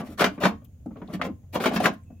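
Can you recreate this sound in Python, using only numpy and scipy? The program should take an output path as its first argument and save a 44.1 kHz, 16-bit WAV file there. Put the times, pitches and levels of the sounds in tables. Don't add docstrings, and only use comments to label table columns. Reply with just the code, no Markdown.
import sys
import numpy as np
from scipy import signal
from scipy.fft import rfft, irfft
from scipy.io import wavfile
from scipy.ndimage import uniform_filter1d

SR = 44100
rng = np.random.default_rng(int(sys.argv[2]) if len(sys.argv) > 2 else 0)


def volts(x):
    e = np.asarray(x, float) / 20
    return 10 ** e


def persist_wave(psi):
    counts = np.round(np.clip(psi, -1, 1) * 32767).astype(np.int16)
    wavfile.write(sys.argv[1], SR, np.atleast_2d(counts).T)


N = 97020


def evened(x):
    return x / np.sqrt(np.mean(x ** 2) + 1e-20)


def read(points, hz):
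    table_hz, value = np.transpose(points)
    return np.interp(np.log(hz + 1), np.log(table_hz + 1), value)


def add(mix, start_s, sound):
    at = round(start_s * SR)
    sound = sound[max(-at, 0):]
    part = mix[max(at, 0):][:len(sound)]
    part += sound[:len(part)]


def colour(x, gain):
    hz = np.fft.rfftfreq(x.shape[-1], 1 / SR)
    return irfft(rfft(x) * gain(hz), x.shape[-1])


def resonate(x, hz, width_hz):
    turn = np.exp(2j * np.pi * hz * np.arange(len(x)) / SR)
    r = np.exp(-np.pi * width_hz / SR)
    return 2 * (turn * signal.lfilter([1 - r], [1, -r], x / turn)).real


def impacts(size, per_s, spread_db):
    chance, rarity, sign = rng.random((3, size))
    strength = volts(spread_db * np.minimum(-np.log(rarity + 1e-9), 4))
    return (chance < per_s / SR) * np.sign(sign - .5) * strength


def pair(a, b, same):
    def likeness(f):
        return np.clip(read(same, f), 0, 1)
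    right = colour(a, likeness) + colour(b, lambda f: np.sqrt(1 - likeness(f) ** 2))
    return np.array([a, right])


def wind():
    # hz, level_db
    wind_spectrum = [(12, -72), (20, -30), (92, -7), (134, -20), (170, -15), (189, -26), (228, -21),
                     (344, -37.5), (600, -39.5), (1200, -64.5), (1560, -90), (2640, -120)]
    # hz, likeness (0-1)
    wind_same = [(100, 0.98), (500, 0.86), (2000, 0.44), (8000, 0.16)]
    a, b, slow = rng.standard_normal((3, N))
    lump = volts(0.87 * evened(uniform_filter1d(uniform_filter1d(slow, 800), 800)))
    low = colour(pair(a, b, wind_same), lambda f: volts(read(wind_spectrum, f)))
    return volts(-47.5) * evened(low * lump)


def far_hiss():
    # hz, level_db
    hiss_spectrum = [(350, -41.5), (600, -14.5), (2960, -19.5), (4280, -25), (6540, -22), (10000, -23.5),
                     (15700, -18)]
    noise = rng.standard_normal((2, N))
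    return volts(-72) * evened(colour(noise, lambda f: volts(read(hiss_spectrum, f))))


def insects():
    # pitch_hz, width_hz, level_db, start_s
    insect_bands = [
        (6670, 880, -81, 0),
        (11000, 900, -94, 1.29),
        (15100, 900, -88, 1.05),
    ]
    noise = rng.standard_normal((2, N))
    t = np.arange(N) / SR
    total = 0
    for hz, width_hz, level_db, start_s in insect_bands:
        band = colour(noise, lambda f: 1 / (1 + (2 * (f - hz) / width_hz) ** 4))
        total = total + volts(level_db) * np.clip((t - start_s) / 0.024, 0, 1) * evened(band)
    return total


def ring(modes, t):
    hz, db, t60_s = np.transpose(modes)[:, :, None]
    mix, off = rng.standard_normal((2, len(modes), 1))
    spread_db, detune = 2.5, .015
    decay = volts(db + spread_db * mix - 60 * t / t60_s)
    x = (decay * np.sin(2 * np.pi * hz * (1 + detune * off) * t)).sum(0)
    return x / np.linalg.norm(x)


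def burst(spectrum, t, t60_s, top_t60_s):
    x = colour(rng.standard_normal(len(t)), lambda f: volts(read(spectrum, f)))
    low = colour(x, lambda f: 1 / (1 + (f / 2000) ** 2))
    x = low * volts(-60 * t / t60_s) + (x - low) * volts(-60 * t / top_t60_s)
    return x / np.linalg.norm(x)


def machine_response(thud_db, tick_db):
    # pitch_hz, level_db, t60_s
    housing = [(189.2, -1, 0.13), (218, -1, 0.17), (253.2, 7, 0.069), (292.2, -3.5, 0.14),
               (380, -9.5, 0.11), (435.6, -6, 0.11)]
    # pitch_hz, level_db, t60_s
    chute = [(560, -18, 0.085), (625.1, 7.5, 0.11), (692.7, 7, 0.13), (890, -23.5, .07), (1063, -6.5, 0.26),
             (1150, 5.5, 0.13), (1317, -2, .08), (1356, 1, 0.068), (1380, -13, 0.053), (2050, -16, 0.023),
             (2377, -1.5, 0.053), (2760, -16, 0.023), (2940, -3.5, 0.11), (3210, -2, 0.089)]
    # hz, level_db
    clatter = [(240, -18.5), (400, 2.5), (500, 0.5), (947, -5), (1460, -8), (2300, -9), (7000, -24),
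               (9100, -48.5), (15400, -90)]
    # hz, level_db
    fizz = [(2940, -13), (5000, -8.5), (7400, -12), (7990, -8.5), (13900, -9.5), (15700, -11.5)]
    t = np.arange(12000) / SR
    thud = volts(5 + thud_db) * ring(housing, t) * (1 - np.exp(-t / 0.006))
    paths = []
    for _ in "LR":
        path = thud + volts(-7.5) * ring(chute, t)
        path = path + volts(-2.5) * burst(clatter, t, 0.12, 0.094)
        path = path + volts(1 + tick_db) * burst(fizz, t, 0.045, 0.045)
        paths.append(path)
    return np.array(paths)


def slides(crank):
    # start_s, length_s, level_db, thud_db, fizz_db
    slide_events = [(-.04, 0.06, -36.5, 4, -14.5), (0.019, 0.078, -45, -9.5, -12), (0.051, .1, -50, 1, -8),
                    (0.269, 0.12, -55, -2, -12.5), (0.868, 0.18, -63, 19, -21), (0.963, 0.14, -61, 18, -31),
                    (0.172, 0.051, -20.5, -5, -16), (0.231, 0.04, -31.5, -4.5, -14.5),
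                    (0.399, .07, -19, -9, -26), (1.073, 0.052, -53.5, 13.5, -13.5),
                    (1.109, 0.053, -39.5, 14.5, -15), (1.217, .05, -32.5, 3.5, -27),
                    (1.526, 0.04, -26.5, -2.5, -13), (1.59, 0.063, -30.5, -2.5, -12.5),
                    (1.62, 0.069, -22, -4, -21.5), (1.693, 0.065, -31, 7.5, -24),
                    (1.729, 0.038, -30, -4, -11.5), (1.799, 0.11, -38.5, 10.5, -16.5),
                    (1.812, .065, -21.5, -2, -12), (1.927, .02, -48.5, 13, -10)]
    for start_s, length_s, level_db, thud_db, fizz_db in slide_events:
        slips = evened(impacts(6000, per_s=3500, spread_db=4))
        progress = np.arange(len(slips)) / SR / length_s
        load = np.interp(progress, [0, .06, .7, 1], [0, .2, 1, 0]) ** 1.4
        response = machine_response(thud_db, fizz_db)
        sound = signal.fftconvolve((slips * load)[None], response, axes=1)
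        add(crank, start_s, volts(level_db) * sound.T)


def puff(hz, width_hz, t60_s):
    t = np.arange(4000) / SR
    x = rng.standard_normal((2, len(t)))
    for _ in range(3):
        x = np.array([resonate(path, hz, width_hz) for path in x])
    return evened(x) * volts(-60 * t / t60_s) * np.minimum(t / .0006, 1)


def knock(level_db, thud_db, tick_db, snap_db, contact_ms=.06, rattle_s=0.008):
    t = np.arange(3000) / SR
    blows = 0.35 * impacts(len(t), per_s=2500, spread_db=4) * np.exp(-t / rattle_s)
    blows[0] = 1
    dulling = signal.butter(2, 1000 / contact_ms, fs=SR)
    blows = signal.lfilter(*dulling, blows / np.linalg.norm(blows))
    response = machine_response(thud_db, tick_db)
    sound = volts(level_db + 26) * signal.fftconvolve(blows[None], response, axes=1).T
    add(sound, 0, volts(level_db + snap_db) * puff(hz=1247, width_hz=1180, t60_s=0.04).T)
    return sound


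def touches(crank):
    # start_s, level_db, thud_db, contact_ms, rattle_s
    touch_events = [(.002, -29, 3.5, 0.81, 0.012), (.016, -45.5, 14.5, 0.69, 0.0093),
                    (.085, -50.5, 20, 1.1, 0.028), (.31, -47.5, 13.5, 0.39, .01),
                    (.378, -37, 3, 0.61, .005), (.51, -40, 9, 0.42, .01), (.615, -52.5, 4, .7, 0.0088),
                    (.859, -38, 7.5, 1.5, .004), (.9084, -46, 7.5, 1.03, .004), (0.958, -37, 4, 1.1, .006),
                    (1.001, -47.5, 8, 1.3, .006), (1.017, -35, 1, 0.69, 0.0046),
                    (1.084, -42, -2, 1.1, .005), (1.097, -33.5, 2, 1.4, 0.018),
                    (1.194, -32, 1.5, 1.07, 0.0092), (1.263, -27, -1.5, 1.3, 0.011),
                    (1.289, -36, -3, 1.6, .007), (1.431, -59.5, 7, 0.9, 0.007),
                    (1.6009, -25, -3, 0.16, .008), (1.712, -25, -0.5, 0.67, 0.0067),
                    (1.9, -36, 7, 0.7, 0.0067), (2.102, -44.5, 4.5, 1.5, 0.0039)]
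    for start_s, level_db, thud_db, contact_ms, rattle_s in touch_events:
        add(crank, start_s, knock(level_db, thud_db, -23, -32.5, contact_ms, rattle_s))


def rasps(crank):
    # start_s, length_s, level_db, swell (0-1)
    rasp_events = [(.056, .095, -66.5, .2), (0.18, 0.069, -46.5, .7), (.242, 0.038, -50, .1),
                   (0.4, 0.088, -48.5, 0.3), (0.494, 0.014, -56.5, .2), (1.075, .05, -74, 0.6),
                   (1.128, .03, -53.5, 0.2), (1.238, .032, -51.5, 0), (1.525, 0.055, -52.5, .4),
                   (1.6, .012, -50, .1), (1.62, .035, -42, 0), (1.655, 0.039, -47.5, .1),
                   (1.734, .04, -42, .2), (1.796, .012, -55, .1), (1.829, .055, -48.5, .5),
                   (1.931, .01, -58, .1)]
    # hz, level_db
    grit_spectrum = [(1000, -22), (2500, -2.5), (5000, -8), (8000, -10), (11000, -9), (13500, -5),
                     (15700, -8.5)]
    t = np.arange(6000) / SR
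    for start_s, length_s, level_db, swell in rasp_events:
        grit = np.array([impacts(len(t), per_s=6000, spread_db=4.5) for _ in "LR"])
        grit = evened(colour(grit, lambda f: volts(read(grit_spectrum, f))))
        load = 1 - swell * np.clip(1 - t / length_s, 0, 1)
        load = load * np.minimum(t / 0.0022, 1)
        fade = np.exp(-np.maximum(t - length_s, 0) / 0.0046)
        add(crank, start_s, (volts(level_db) * grit * load * fade).T)


def clunks(crank):
    # start_s, level_db, thud_db, tick_db, snap_db
    clunk_events = [(.195, -19, -36.5, -23.5, -21), (0.209, -16, -13, -17.5, -3),
                    (.217, -17.5, -3.5, -33.5, 1), (0.2418, -13, -4, -22, 0.5), (.262, -28, 1.5, -37.5, 2),
                    (0.4365, -22, 1, -22.5, 5), (.454, -16, -2.5, -23, 2), (1.135, -34.5, 3.5, -16, -16),
                    (1.214, -30, 1, -21, 11.5), (1.555, -26.5, 3.5, -26.5, -18),
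                    (1.6395, -22.5, -15.5, -29.5, -2), (1.657, -16, -1.5, -21.5, -6.5),
                    (1.76, -19, -1, -25, -11), (1.8004, -23.5, -0.5, -20, -22),
                    (1.84, -21, -2.5, -33, -9.5), (1.8564, -15, -12.5, -33.5, 3.5)]
    for start_s, *levels_db in clunk_events:
        add(crank, start_s, knock(*levels_db))


def glints(crank):
    # start_s, level_db, pitch_hz, width_hz, t60_s
    glint_events = [(0.215, -18, 1357, 204, 0.096), (.242, -17, 3500, 2500, 0.018),
                    (.489, -42, 4630, 5000, .02), (.645, -51, 13240, 3215, 0.044),
                    (.647, -63.5, 6970, 6000, 0.044), (0.649, -62, 2840, 1500, 0.064),
                    (.745, -72, 2520, 1500, .02), (.8, -74, 2500, 1500, 0.018),
                    (.86, -63.5, 7200, 7000, 0.033), (.861, -32.5, 245, 148, .14),
                    (.961, -49, 960, 360, 0.023), (0.97, -62.5, 3080, 2000, .06),
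                    (1.028, -42, 310, 118, .1), (1.075, -57, 3500, 2200, 0.073),
                    (1.216, -27, 1950, 2000, 0.084), (1.29, -22, 214, 140, 0.092),
                    (1.554, -22, 784, 600, .12), (1.638, -20.5, 1400, 300, 0.052),
                    (1.8, -17, 650, 242, 0.0914), (1.857, -16.5, 2460, 2200, 0.018),
                    (2.034, -62, 8100, 1500, .029), (2.035, -69, 2230, 1190, .034)]
    for start_s, level_db, pitch_hz, width_hz, t60_s in glint_events:
        add(crank, start_s, volts(level_db) * puff(pitch_hz, width_hz, t60_s).T)


def near_field(crank):
    # hz, likeness (0-1)
    crank_same = [(100, 0.96), (500, 1), (1400, 0.49), (2800, 0.56), (6000, 0.11), (12000, 0.1)]
    # hz, level_db
    left_over_right = [(100, 0.3), (350, .8), (1400, 3.1), (5600, 1.5), (13000, 5.5)]
    late_s = 3.5e-5

    def port(x, share):
        return colour(x, lambda f: volts(share * read(left_over_right, f))
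                      * np.exp(2j * np.pi * f * share * late_s))
    left, right = pair(*crank, crank_same)
    return np.array([port(left, .5), port(right, -.5)])


def patio(x):
    t = np.arange(15000) / SR
    taps = rng.standard_normal((2, len(t))) * volts(-60 * t / 0.2)
    echoes = signal.fftconvolve(x[None], taps / np.linalg.norm(taps[0]), axes=1)[:, :N]
    return volts(-17.5) * colour(echoes, lambda f: volts(0.5) + 1 / (1 + (f / 3500) ** 2))


def bird():
    start_s, pitch_hz, width_hz = 2.045, 2600, 130
    call = rng.standard_normal(N)
    for _ in range(2):
        call = resonate(call, pitch_hz, width_hz)
    on = np.clip((np.arange(N) / SR - start_s) / 0.014, 0, 1)
    return volts(-79) * on * evened(call)


def scene():
    crank = np.zeros((N, 2))
    slides(crank)
    touches(crank)
    rasps(crank)
    clunks(crank)
    glints(crank)
    crank = colour(crank.T, lambda f: 1 / np.sqrt(1 + (110 / (f + 1)) ** 8))
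    surroundings = wind() + far_hiss() + insects() + bird()
    return near_field(crank) + patio(crank[0]) + surroundings


def low_pass(x):
    return signal.sosfilt(signal.butter(12, 15820, fs=SR, output="sos"), x)


def record(dry):
    mix = colour(dry, lambda f: f < 15950)
    return low_pass(mix)


dry = scene()
out = record(dry)
persist_wave(out)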